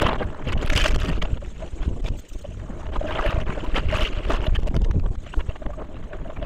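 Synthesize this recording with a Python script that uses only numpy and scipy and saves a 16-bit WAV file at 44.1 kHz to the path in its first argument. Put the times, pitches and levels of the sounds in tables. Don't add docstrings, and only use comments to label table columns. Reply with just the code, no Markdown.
import sys
import numpy as np
from scipy import signal
from scipy.fft import rfft, irfft
from scipy.io import wavfile
from scipy.ndimage import uniform_filter1d

SR = 44100
rng = np.random.default_rng(int(sys.argv[2]) if len(sys.argv) > 2 else 0)


def amplitude_ratio(level_db):
    exponent = np.asarray(level_db, float) / 20
    return 10 ** exponent


def dump_mix(stems):
    frames = np.atleast_2d(stems).T
    limited = np.clip(frames, -1, 1)
    pcm = np.round(limited * 32767).astype(np.int16)
    wavfile.write(sys.argv[1], SR, pcm)


N = 284489
TIME = np.arange(N) / SR

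# (time [s], hiss level [dB])
NEEDLE_SWAY = [(0, -65), (.6, -66), (.82, -62), (1.15, -64.5), (1.6, -59.5), (2.6, -62.5), (3.8, -61.5),
               (4.05, -61), (4.3, -66), (4.9, -68.5), (5.28, -59.5), (5.7, -68.5), (6.45, -69)]
# (frequency [Hz], level [dB per Hz])
NEEDLE_COLOUR = [(3000, -6), (4940, -17), (6720, -5), (8500, -12.5), (10200, -30.5), (16000, -47)]
# (time [s], bright top level [dB], body level [dB])
FEATHER_SHAKES = [
    (2.1702, -64, -61),
    (2.191, -56, -47.5),
    (2.2899, -61, -54),
    (2.333, -62, -51),
    (2.386, -68, -53),
    (2.4176, -69, -53.5),
]

# (time [s], level [dB], length [ms], pitch [Hz])
EDGE_TONES = [(0.495, -36, 14.0, 2630), (0.531, -33, 11.0, 2200), (0.804, -29, 30, 1720),
              (0.819, -23.5, 13.0, 3100), (0.82, -31, 17.0, 2540), (0.861, -24.5, 10.0, 2840),
              (1.091, -35, 29.0, 1850), (1.221, -31.5, 10.0, 2280), (1.835, -41, 12.0, 1510),
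              (2.065, -39, 12.0, 2330), (2.068, -37.5, 15.0, 3400), (2.966, -33, 12.0, 1250),
              (3.096, -35.5, 30, 1590), (3.126, -34, 11.0, 2970), (3.193, -35, 17.0, 2020),
              (3.227, -36, 14.0, 1720), (3.265, -38, 30, 2670), (3.289, -32.5, 30, 2760),
              (3.304, -28, 13.0, 1250), (3.53, -37.5, 19.0, 2280), (3.65, -31.5, 14.0, 990),
              (3.762, -30.5, 19.0, 2840), (3.934, -36, 30, 2800), (3.961, -33, 15.0, 1120),
              (4.016, -42, 20.0, 1340), (4.017, -24.5, 17.0, 2890), (4.061, -28.5, 20, 2934),
              (4.312, -42, 21.0, 2760), (4.345, -29, 13.0, 1080), (4.449, -38.5, 30, 2930),
              (4.564, -32.5, 15.0, 1770), (4.56, -28.5, 12.0, 3010), (5.063, -39, 10.0, 1160),
              (5.332, -42.5, 17.0, 2800), (5.373, -31, 20, 303), (5.407, -38.5, 13.0, 2760),
              (5.5, -43, 15.0, 2630), (5.739, -38, 10.0, 1160), (6.369, -41, 11.0, 2330)]
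EDGE_WANDER = 0.0477
# (time [s], level [dB])
CRACKS = [(0.0215, -35), (.057, -54), (.081, -48), (.138, -56), (.242, -57), (.475, -54), (0.662, -42),
          (0.697, -47), (0.755, -40), (.832, -41), (.943, -57), (1.003, -45), (1.072, -53), (1.099, -51.5),
          (3.264, -46), (3.976, -47), (4.004, -49), (4.03, -47), (4.048, -54), (4.297, -48), (4.459, -54),
          (4.602, -59), (4.685, -56), (4.756, -60)]
# (frequency [Hz], level [dB per Hz])
CRACK_COLOUR = [(1500, -4), (3000, 13.5), (6000, -17), (11000, -5), (16500, -20)]
CRACK_MS = 2

# (time [s], level [dB], length [ms])
HOOTS = [(0.034, -15, 4.9), (0.216, -13.5, 5.7), (3.251, -23.5, 19), (0.729, -25, 7.6), (0.861, -18, 7.5),
         (1.255, -23, 8.2), (1.427, -27, 6), (1.628, -25, 16), (5.271, -31.5, 11), (5.508, -30.5, 7.5),
         (3.365, -23, 5.6), (2.451, -25.5, 8.5), (3.014, -18, 8.3), (3.055, -24.5, 17), (3.329, -16.5, 5.2),
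         (3.388, -29, 7.8), (3.58, -23.5, 13), (3.934, -19, 13), (4.005, -24.5, 25), (4.309, -18, 16),
         (4.471, -26, 10), (3.161, -31, 8.2), (4.675, -25, 9.1), (4.751, -22, 4.4), (3.097, -32, 7.3),
         (5.624, -30.5, 6.7), (5.702, -26.5, 12), (5.796, -33, 38), (6.135, -37.5, 46), (6.261, -25.5, 11),
         (6.301, -24.5, 8.2), (6.429, -24, 15.5)]
CAVITY_HZ, CAVITY_WIDTH_HZ = 616, 80
HUM_DB, HUM_FOLLOWS, HUM_PER_WHISTLE = -51, 0.97, -0.24
HOOT_STIR_DB, HOOT_JET_DB = -17, -23.5

# (time [s], level [dB], length [ms])
TUMBLES = [(0.022, -17.5, 30), (0.084, -17, 13), (0.108, -27, 9), (0.13, -34, 11), (0.217, -14, 23),
           (0.474, -21, 15), (0.535, -28, 9.8), (0.568, -28, 31), (0.763, -33, 26), (0.906, -23, 21),
           (1.372, -34, 6.8), (1.858, -34, 12), (1.893, -31, 12), (1.939, -29, 8.3), (1.969, -30, 20),
           (2.058, -25.5, 12), (2.355, -31, 13), (2.451, -27, 10), (2.701, -21.5, 14), (3.049, -23, 25),
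           (3.505, -26, 9), (3.639, -24.5, 15), (3.778, -23, 13), (4.014, -31, 21), (4.297, -13.5, 10),
           (4.407, -27, 13), (4.678, -22.5, 17), (4.758, -24, 29), (4.82, -34, 7.4), (5.03, -30, 8.2),
           (5.404, -36, 11), (5.662, -20.5, 14), (5.818, -22.5, 19)]
# (frequency [Hz], level [dB per Hz])
ROAR_COLOUR = [(90, -33), (180, -2), (330, 0), (470, -4.5), (700, -13), (1200, -22)]
ROAR_DB, ROAR_PER_PUSH, ROAR_PER_JET, ROAR_PER_SHARPNESS = -42, 0.68, 0.077, 0.062
ROAR_FULL_DB = -24
CALM_PUSH_DB, CALM_JET_DB, CALM_SHARPNESS_DB = -30, -45, -22

# (time [s], jet level [dB], whistle above throat [dB], sharpness of the edge flow [dB])
WIND = [(0, -33, -1, 9), (.12, -31.5, -13.5, -65), (.28, -43.5, -12, 0), (.44, -44, -12, -25),
        (.56, -38, -3, -8.5), (.82, -32, 0.5, -0.5), (1.15, -37.5, 0.5, -9.5), (1.4, -52.5, -0.5, -43),
        (2.25, -60, 13.5, -0.5), (2.75, -47, -14.5, -20), (3.0, -41, -4.5, -39), (3.24, -28.5, -6.5, -18),
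        (3.45, -38, -5, -34), (3.95, -41, 5.5, -16), (4.4, -37.5, -3, -15), (4.75, -52, -3, -1.5),
        (5.2, -58.5, -9.5, -24), (6.45, -48, -10, -42)]
# (time [s], level [dB], length [ms], whistle above throat [dB])
PUFFS = [(.071, -27.5, 97, -2.5), (0.226, -31.5, 19.5, -19), (0.488, -32.5, 38, 10), (0.531, -28, 19, 14),
         (0.629, -28, 11.4, -13), (0.735, -37.5, 35, 25), (0.804, -31.5, 122, 24), (1.03, -34.5, 49, 8),
         (1.09, -31.5, 17, -15), (1.225, -25.5, 12, 6), (1.635, -43, 63, -11), (1.833, -41.5, 61, -3),
         (2.068, -36.5, 45, -2), (2.951, -33, 23, -10.5), (3.267, -28.5, 29, 1), (3.307, -29.5, 10, -5),
         (3.51, -38, 48, -22), (3.77, -22.5, 37.6, -1), (3.895, -36, 12, 44), (3.949, -25, 52, -2),
         (4.019, -23, 37, 4), (4.057, -39.5, 44, 52), (4.308, -24.5, 26.4, 1), (4.351, -27, 29, -8),
         (4.446, -42, 17, -25), (5.401, -37, 19, -9), (5.498, -40.5, 36, -4), (5.816, -44, 40, -17),
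         (6.138, -46.5, 39, -14), (6.43, -39, 18, 6)]
# (time [s], level [dB], length [ms], whistle above throat [dB])
SPITS = [(.022, -18.5, 8.5, -11), (.139, -43, 8, 0), (0.2, -34, 15, 4), (0.676, -31, 8.4, 7),
         (0.702, -24, 5.4, 22), (0.778, -21, 7.7, -2), (0.844, -15.5, 3.7, 16), (0.862, -22, 12.6, 7),
         (0.912, -27, 1.5, 19), (0.998, -42, 25, 0), (1.374, -42, 8.5, -6), (2.868, -42.5, 3.2, 27),
         (3.16, -34, 16, -8), (3.191, -29.5, 10, -24), (3.785, -15, 4, -17), (4.185, -39, 24, 24),
         (4.47, -35.5, 8.2, 31), (4.556, -35, 15, 17), (4.634, -35, 3.3, -8), (4.677, -34.5, 14.7, 4),
         (4.744, -38, 3.3, -35), (4.766, -19, 3.4, 2), (4.847, -36.5, 9.4, 14), (4.912, -37, 14, -4),
         (5.063, -29.5, 2.3, -16), (5.283, -48, 46, 28), (5.34, -31.5, 5.5, -11.5), (5.625, -42, 8.6, -27),
         (5.665, -35.5, 3.7, -12), (6.37, -35, 7.4, -10)]
# (time [s], level [dB], length [ms])
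WISPS = [(.054, -34.5, 58), (0.79, -35, 4.3), (.889, -41, 23), (.947, -33, 6.7), (0.962, -24, 2),
         (1.138, -43, 30), (1.257, -42.5, 34), (1.455, -48.5, 36), (3.125, -36, 38), (3.328, -40, 15),
         (4.597, -46, 10), (4.754, -28, 1.4), (4.819, -36, 3), (4.998, -37, 3.4), (5.156, -37, 6.5),
         (5.561, -37, 10), (5.705, -51, 22), (5.961, -50, 34), (6.303, -46, 4.5)]
# (frequency [Hz], level [dB per Hz])
THROAT_COLOUR = [(300, 6), (520, -3), (760, -2), (1080, 0), (1700, -7.5), (2400, -18.5), (3500, -65)]
# (frequency [Hz], level [dB per Hz])
WHISTLE_COLOUR = [(1200, 3), (1900, 1), (2400, 2), (2880, 6), (3400, -3), (4200, -11.5), (6000, -32)]
# (frequency [Hz], level [dB per Hz])
FIZZ_COLOUR = [(3000, -13), (4500, -2.5), (6640, -5.5), (10000, -21), (16000, -35)]
FIZZ_DB, FIZZ_PER_WHISTLE, FIZZ_PER_LEVEL = -1, 0.022, -0.058
SPIT_FIZZ_DB, USUAL_PUFF_DB = -5, -32

# (time [s], level [dB])
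PUSH = [(0, -28.5), (.38, -32.5), (.58, -21), (1.15, -21.5), (1.45, -37.5), (1.75, -32.5), (1.88, -28),
        (2.17, -28.5), (2.27, -52), (2.62, -36), (3.3, -28.5), (3.7, -27.5), (4.38, -22.5), (4.75, -21),
        (5.07, -20), (5.2, -41), (5.95, -33), (6.2, -32.5)]
# (frequency [Hz], level [dB per Hz])
BUFFET_COLOUR = [(8, 3.5), (27, -5.5), (42, -3.5), (148, -10.5), (260, -24), (600, -41.5)]
# (time [s], peak [dB], length [ms])
THUMPS = [(0.053, -2.5, 4.3), (1.107, -13, 7.7), (1.811, -10, 15), (1.734, -18.5, 6), (2.491, -18.5, 3.9),
          (2.706, -26, 4.3), (2.983, -10.5, 12), (3.27, -8.5, 12), (3.38, -4.5, 5.3), (4.028, -5, 12),
          (4.776, -6.5, 2.6), (5.405, -15, 8.8)]
# (time [s], peak [dB], length [ms])
TUGS = [(0.024, -9, 4.2), (0.552, -5, 7), (0.71, -5.5, 26), (0.937, -6, 14), (1.333, -3.5, 6.9),
        (2.322, -20.5, 15), (1.48, -17, 10.6), (1.742, -19, 8.6), (1.88, -7, 1.8), (2.105, -8.5, 7.9),
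        (2.36, -14, 11.6), (3.739, -7.5, 14), (3.89, -11.5, 6.9), (4.341, -6, 23), (4.765, -5.5, 4),
        (4.822, -9, 15), (5.38, -3, 11), (5.492, -7.5, 6), (5.667, -13.5, 11.5), (5.182, -12.5, 10.6)]
# (time [s], peak [dB], length [ms])
ROLLS = [(0.569, -9, 3), (.604, -24, 20), (0.648, -10, 6.5), (0.695, -14, 21), (.724, -14, 5.9),
         (.764, -23, 8.6), (0.836, -13, 19), (0.9, -12, 19), (0.959, -10.5, 14), (1.01, -9.5, 16),
         (1.037, -9, 9.7), (1.156, -14, 12), (1.353, -19, 6.5), (2.041, -18, 5), (2.12, -14, 8),
         (3.293, -10, 6.9), (3.352, -13, 15), (3.474, -13, 15), (3.857, -10.5, 7.8), (3.869, -8.5, 11),
         (4.143, -14, 22), (4.194, -15, 17), (4.262, -12, 15), (4.352, -13, 27), (4.432, -13, 24),
         (4.488, -7, 20), (4.526, -8, 11), (4.646, -16, 21), (4.742, -10, 6), (4.831, -11, 18),
         (4.861, -23, 18), (4.892, -11, 27), (4.953, -21, 15), (4.997, -16, 12), (5.055, -16, 23),
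         (5.078, -12, 15), (5.108, -10, 9.1)]
# (time [s], peak [dB], length [ms])
TROUGHS = [(0.013, -18, 4.9), (.623, -18, 9.4), (0.664, -13, 50), (0.758, -5, 6.4), (.77, -10, 8.4),
           (0.822, -10, 15), (0.98, -12, 18), (1.026, -17, 12), (1.123, -12.5, 13), (1.244, -15, 16),
           (2.024, -11, 24), (2.053, -11, 11), (3.206, -11.5, 22), (3.287, -11.5, 30), (3.344, -10, 8.1),
           (3.422, -15.5, 9.2), (3.496, -11, 4.5), (3.686, -11.5, 17), (3.798, -10, 13), (3.95, -7, 9.7),
           (3.997, -12, 9.8), (4.036, -9, 34), (4.088, -17, 15), (4.178, -12.5, 13), (4.292, -14, 16),
           (4.401, -9.5, 12), (4.482, -7.5, 7.2), (4.513, -6, 20), (4.543, -8.5, 8.4), (4.583, -5.5, 14),
           (4.632, -12, 13), (4.658, -11, 16), (4.697, -7.5, 17), (4.753, -11, 9.8), (4.792, -7.5, 17),
           (4.84, -7.5, 12), (4.871, -8, 24), (4.907, -7.5, 10.3), (4.973, -16.5, 13), (5.035, -19, 11),
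           (5.094, -11, 15)]
ORDERLY = 2.4
# (start [s], length [ms])
BLANKS = [(0.17, 7), (0.54, 12.6), (.558, 3), (0.686, 7.6), (0.741, 11), (0.898, 4), (0.93, 4.1),
          (0.965, 15.5), (1.194, 20), (1.388, 13), (1.985, 4.3), (2.011, 12), (2.033, 7.3), (2.109, 4.6),
          (2.88, 6), (2.906, 11), (2.986, 5.7), (3.438, 20), (3.862, 3.7), (4.512, 6.3), (4.608, 4.8),
          (4.635, 6.1), (4.65, 8.3), (4.902, 6.3), (5.012, 4.9), (5.049, 7.2), (5.096, 7.6), (5.162, 21)]
# (start [s], length [ms])
STALLS = [
    (2.095, 6.5),
    (4.571, 12),
    (4.688, 13),
    (4.785, 4),
    (4.831, 8.5),
    (4.877, 6.1),
    (4.922, 5.8),
    (5.022, 7.3),
]
BLANK_DB, QUICK_BLANK_DB_MS = -27, -71
PIN_PUSH_DB, PIN_WIDTH = 7.5, 1.95
PATCH_LIMIT_DB = 5


def evened(x):
    return x / np.sqrt(np.mean(x ** 2) + 1e-20)


def curve(table, column):
    rows = np.array(table)
    return np.interp(TIME, rows[:, 0], rows[:, column])


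def flicker(top_hz):
    hz = np.fft.rfftfreq(N, 1 / SR)
    shape = np.exp(-(hz / top_hz) ** 2) * (hz > 3) / np.sqrt(hz + 10)
    return evened(irfft(rfft(rng.standard_normal(N)) * shape, N))


def noise(points, patchy_db, size=512):
    frames = 4 * N // size + 5
    hz = np.fft.rfftfreq(size, 1 / SR)
    a, b, patches = rng.standard_normal((frames, len(hz), 3)).T
    patches = uniform_filter1d(patches, size=4, axis=0)
    patches = evened(uniform_filter1d(patches, size=5, axis=1))
    f, level_db = np.transpose(points)
    colour_db = np.interp(np.log(hz + 1), np.log(f + 1), level_db, left=-90, right=-90)
    drift_db = min(patchy_db, PATCH_LIMIT_DB) * patches
    z = (a + 1j * b) * amplitude_ratio(colour_db[:, None] + drift_db)
    return evened(signal.istft(z, nperseg=size, noverlap=size - size // 4)[1][:N])


def nearby(s, ms):
    return slice(max(int((s - ms / 400) * SR), 0), int((s + ms / 400) * SR))


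def humps(seconds, heights, lengths_ms, order=2):
    out = np.zeros(N)
    for s, height, ms in zip(seconds, heights, lengths_ms):
        near = nearby(s, ms)
        from_middle = abs(TIME[near] - s) * 2000 / max(ms, 2)
        out[near] += height * .5 ** from_middle ** order
    return out


def signed(pushes, pulls):
    s, peak_db, ms = np.transpose(pushes + pulls)
    return s, amplitude_ratio(peak_db) * np.repeat([1, -1], [len(pushes), len(pulls)]), ms


def distance():
    colour = [(600, -11), (2000, -3.0), (4200, -10.5), (5000, -58), (10000, -34.5), (15500, -26)]
    return amplitude_ratio(-63.0) * noise(colour, patchy_db=8.0)


def tree():
    s, top_db, body_db = np.transpose(FEATHER_SHAKES)
    top_swell = humps(s + .006, amplitude_ratio(top_db), 14.0 + 0 * s)
    top = top_swell * noise([(11000, -32), (14000, 2), (16500, -17)], patchy_db=5)
    body = humps(s + 0.0043, amplitude_ratio(body_db), 13.0 + 0 * s)
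    hiss = amplitude_ratio(curve(NEEDLE_SWAY, column=1) + 2.6 * flicker(top_hz=90))
    return (hiss + body) * noise(NEEDLE_COLOUR, patchy_db=7) + top


def edge_tones():
    waver = evened(uniform_filter1d(rng.standard_normal((2, N)), size=70, axis=1))
    out = np.zeros(N)
    for s, level_db, ms, hz in EDGE_TONES:
        near = nearby(s, ms)
        turns = np.cumsum(hz * (1 + EDGE_WANDER * waver[0, near])) / SR
        swell = .5 ** ((TIME[near] - s) * 2000 / max(ms, 3)) ** 2
        out[near] += amplitude_ratio(level_db + 3.1 * waver[1, near]) * swell * np.sin(2 * np.pi * turns)
    return out


def cracks():
    s, level_db = np.transpose(CRACKS)
    snaps = humps(s, amplitude_ratio(level_db + 12.5), CRACK_MS + 0 * s)
    return snaps * noise(CRACK_COLOUR, patchy_db=-2, size=256)


def cavity(lumps):
    s, level_db, ms = np.transpose(HOOTS)
    hum_db = HUM_DB + HUM_FOLLOWS * (curve(WIND, column=1) - CALM_JET_DB)
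    steady = amplitude_ratio(hum_db + HUM_PER_WHISTLE * curve(WIND, column=2))
    throb = flicker(top_hz=60)
    hum = steady * amplitude_ratio(2 * lumps + 3 * throb)
    drive = hum + humps(s, amplitude_ratio(level_db - 6.0), 1.24 * ms) * amplitude_ratio(0.43 * throb)
    turn = np.exp(2j * np.pi * CAVITY_HZ * TIME)
    r = np.exp(-np.pi * CAVITY_WIDTH_HZ / SR)
    ring = signal.lfilter([1], np.convolve([1, -r], [1, -r]), rng.standard_normal(N) / turn)
    return drive * evened((turn * ring / (abs(ring) + 1e-9) ** 0.32).real)


def roar(lumps, eddies):
    stir_db = ROAR_PER_PUSH * (np.minimum(curve(PUSH, column=1), ROAR_FULL_DB) - CALM_PUSH_DB)
    stir_db = stir_db + ROAR_PER_JET * (curve(WIND, column=1) - CALM_JET_DB)
    stir_db = stir_db + ROAR_PER_SHARPNESS * (curve(WIND, column=3) - CALM_SHARPNESS_DB)
    level = amplitude_ratio(ROAR_DB + stir_db) * evened(amplitude_ratio(5.8 * np.tanh(1.65 * lumps)))
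    level = level + 0.042 * uniform_filter1d(abs(eddies), size=300)
    s, level_db, ms = np.transpose(HOOTS)
    level = level + humps(s, amplitude_ratio(level_db + HOOT_STIR_DB), 0.45 * ms)
    s, level_db, ms = np.transpose(TUMBLES)
    level = level + humps(s, amplitude_ratio(level_db - 8.0), 0.82 * ms)
    tumbling = noise(ROAR_COLOUR, patchy_db=3.0, size=1024)
    return level * evened(tumbling / uniform_filter1d(tumbling ** 2, size=1200) ** 0.28)


def jet():
    wisps = [(*row, np.interp(row[0], TIME, curve(WIND, column=2))) for row in WISPS]
    s, level_db, ms, bright_db = np.transpose(PUFFS + SPITS + wisps)
    spit = np.isin(s, np.transpose(SPITS)[0])
    fizz_db = FIZZ_DB + np.interp(s, TIME, curve(WIND, column=3))
    fizz_db = fizz_db + FIZZ_PER_WHISTLE * bright_db + SPIT_FIZZ_DB * spit
    fizz_db = fizz_db + FIZZ_PER_LEVEL * (level_db - USUAL_PUFF_DB)

    flutter = flicker(top_hz=352)
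    coarse = evened(uniform_filter1d(flutter, size=250) - uniform_filter1d(flutter, size=1500))
    stream = amplitude_ratio(curve(WIND, column=1) + 0.5 * flicker(top_hz=60))
    bright = amplitude_ratio(curve(WIND, column=2) / 2)
    throat = stream / bright + humps(s, amplitude_ratio(level_db - bright_db / 2), ms)
    hoot_s, hoot_db, hoot_ms = np.transpose(HOOTS)
    throat = throat + humps(hoot_s, amplitude_ratio(hoot_db + HOOT_JET_DB), 2.0 * hoot_ms)
    whistle = stream * bright + humps(s + 0.0002, amplitude_ratio(level_db + 0.26 * bright_db), ms)
    fizz = amplitude_ratio(-22.5) * stream * bright + humps(s, amplitude_ratio(level_db + fizz_db), 1.05 * ms)

    snaps = (rng.random(N) < 500 / SR) * amplitude_ratio(1.4 * np.minimum(rng.exponential(1, N), 4))
    crackle = evened(amplitude_ratio(5.0 * flutter) * (1 + uniform_filter1d(snaps, size=20) * 25))
    crackle = 7 * np.tanh(crackle / 7)
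    sizzle = noise(FIZZ_COLOUR, patchy_db=8.5, size=256)
    top = signal.sosfilt(signal.butter(2, 9000, "high", fs=SR, output="sos"), sizzle)
    sizzle = sizzle - top * np.exp(-(fizz * crackle / amplitude_ratio(-61.0)) ** 2)

    body = throat * noise(THROAT_COLOUR, patchy_db=3.5, size=256)
    body = body + whistle * noise(WHISTLE_COLOUR, patchy_db=6.0, size=256)
    torn = evened(amplitude_ratio(2.26 * flutter + 1.07 * coarse))
    return amplitude_ratio(-4.5) * torn * body + fizz * crackle * sizzle


def buffeting(lumps):
    push_db = curve(PUSH, column=1)
    s, height, ms = signed(THUMPS, TUGS)
    eddies = humps(s, height, 0.77 * ms)
    s, height, ms = signed(ROLLS, TROUGHS)
    rolls = humps(s, amplitude_ratio(-2.5) * height, 0.5 * ms)
    busy = uniform_filter1d(abs(rolls), size=4000) / amplitude_ratio(push_db)
    s, ms = np.transpose(BLANKS)
    pins = amplitude_ratio(PIN_PUSH_DB + push_db) * humps(s + ms / 2000, 1 + 0 * s, PIN_WIDTH * ms)

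    swings = noise(BUFFET_COLOUR, patchy_db=-2.0, size=4096)
    ripple = swings - uniform_filter1d(swings, size=420)
    ripple_power = uniform_filter1d(ripple ** 2, size=1500) / np.mean(ripple ** 2)
    swings = swings - ripple * np.tanh(ripple_power / 2.2)
    swings = evened(swings / (uniform_filter1d(swings ** 2, size=3000) + 0.044) ** 1.09)
    swings = amplitude_ratio(-7.0 + push_db) * evened(amplitude_ratio(1.3 * np.tanh(lumps))) * swings
    loose = 0.64 * np.tanh(swings / 0.19) / (1 + ORDERLY * busy)
    return loose + pins / (1 + 1.1 * busy) + rolls + amplitude_ratio(-3.0) * eddies, eddies


def scene():
    s, ms = np.transpose(BLANKS + STALLS)
    pinned_db = humps(s + ms / 2000, BLANK_DB + QUICK_BLANK_DB_MS / ms, 0.95 * ms, order=4)
    pinned_db = np.maximum(pinned_db, -17)
    lumps = flicker(top_hz=43)
    lumps = evened(lumps - uniform_filter1d(lumps, size=6000))
    low, eddies = buffeting(lumps)
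    squeeze_db = -14 * uniform_filter1d(abs(low), size=100)
    treble = amplitude_ratio(pinned_db) * jet() + amplitude_ratio(.45 * pinned_db) * tree()
    housing = amplitude_ratio(.6 * pinned_db) * (cavity(lumps) + roar(lumps, eddies))
    far = amplitude_ratio(.3 * pinned_db) * distance()
    return (low + amplitude_ratio(squeeze_db) * treble + housing + far + edge_tones() + cracks())[None]


def band_limit(x):
    return signal.sosfilt(signal.butter(12, 16500, fs=SR, output="sos"), x)


def record(dry):
    edge = signal.firwin(767, 15800, window=("kaiser", 8), fs=SR)[None]
    coupled = signal.sosfilt(signal.butter(1, 4, "high", fs=SR, output="sos"), dry)
    overloaded = 0.55 * np.tanh(coupled / 0.57)
    return band_limit(signal.oaconvolve(overloaded, edge, "same"))


dry = scene()
out = record(dry)
dump_mix(out)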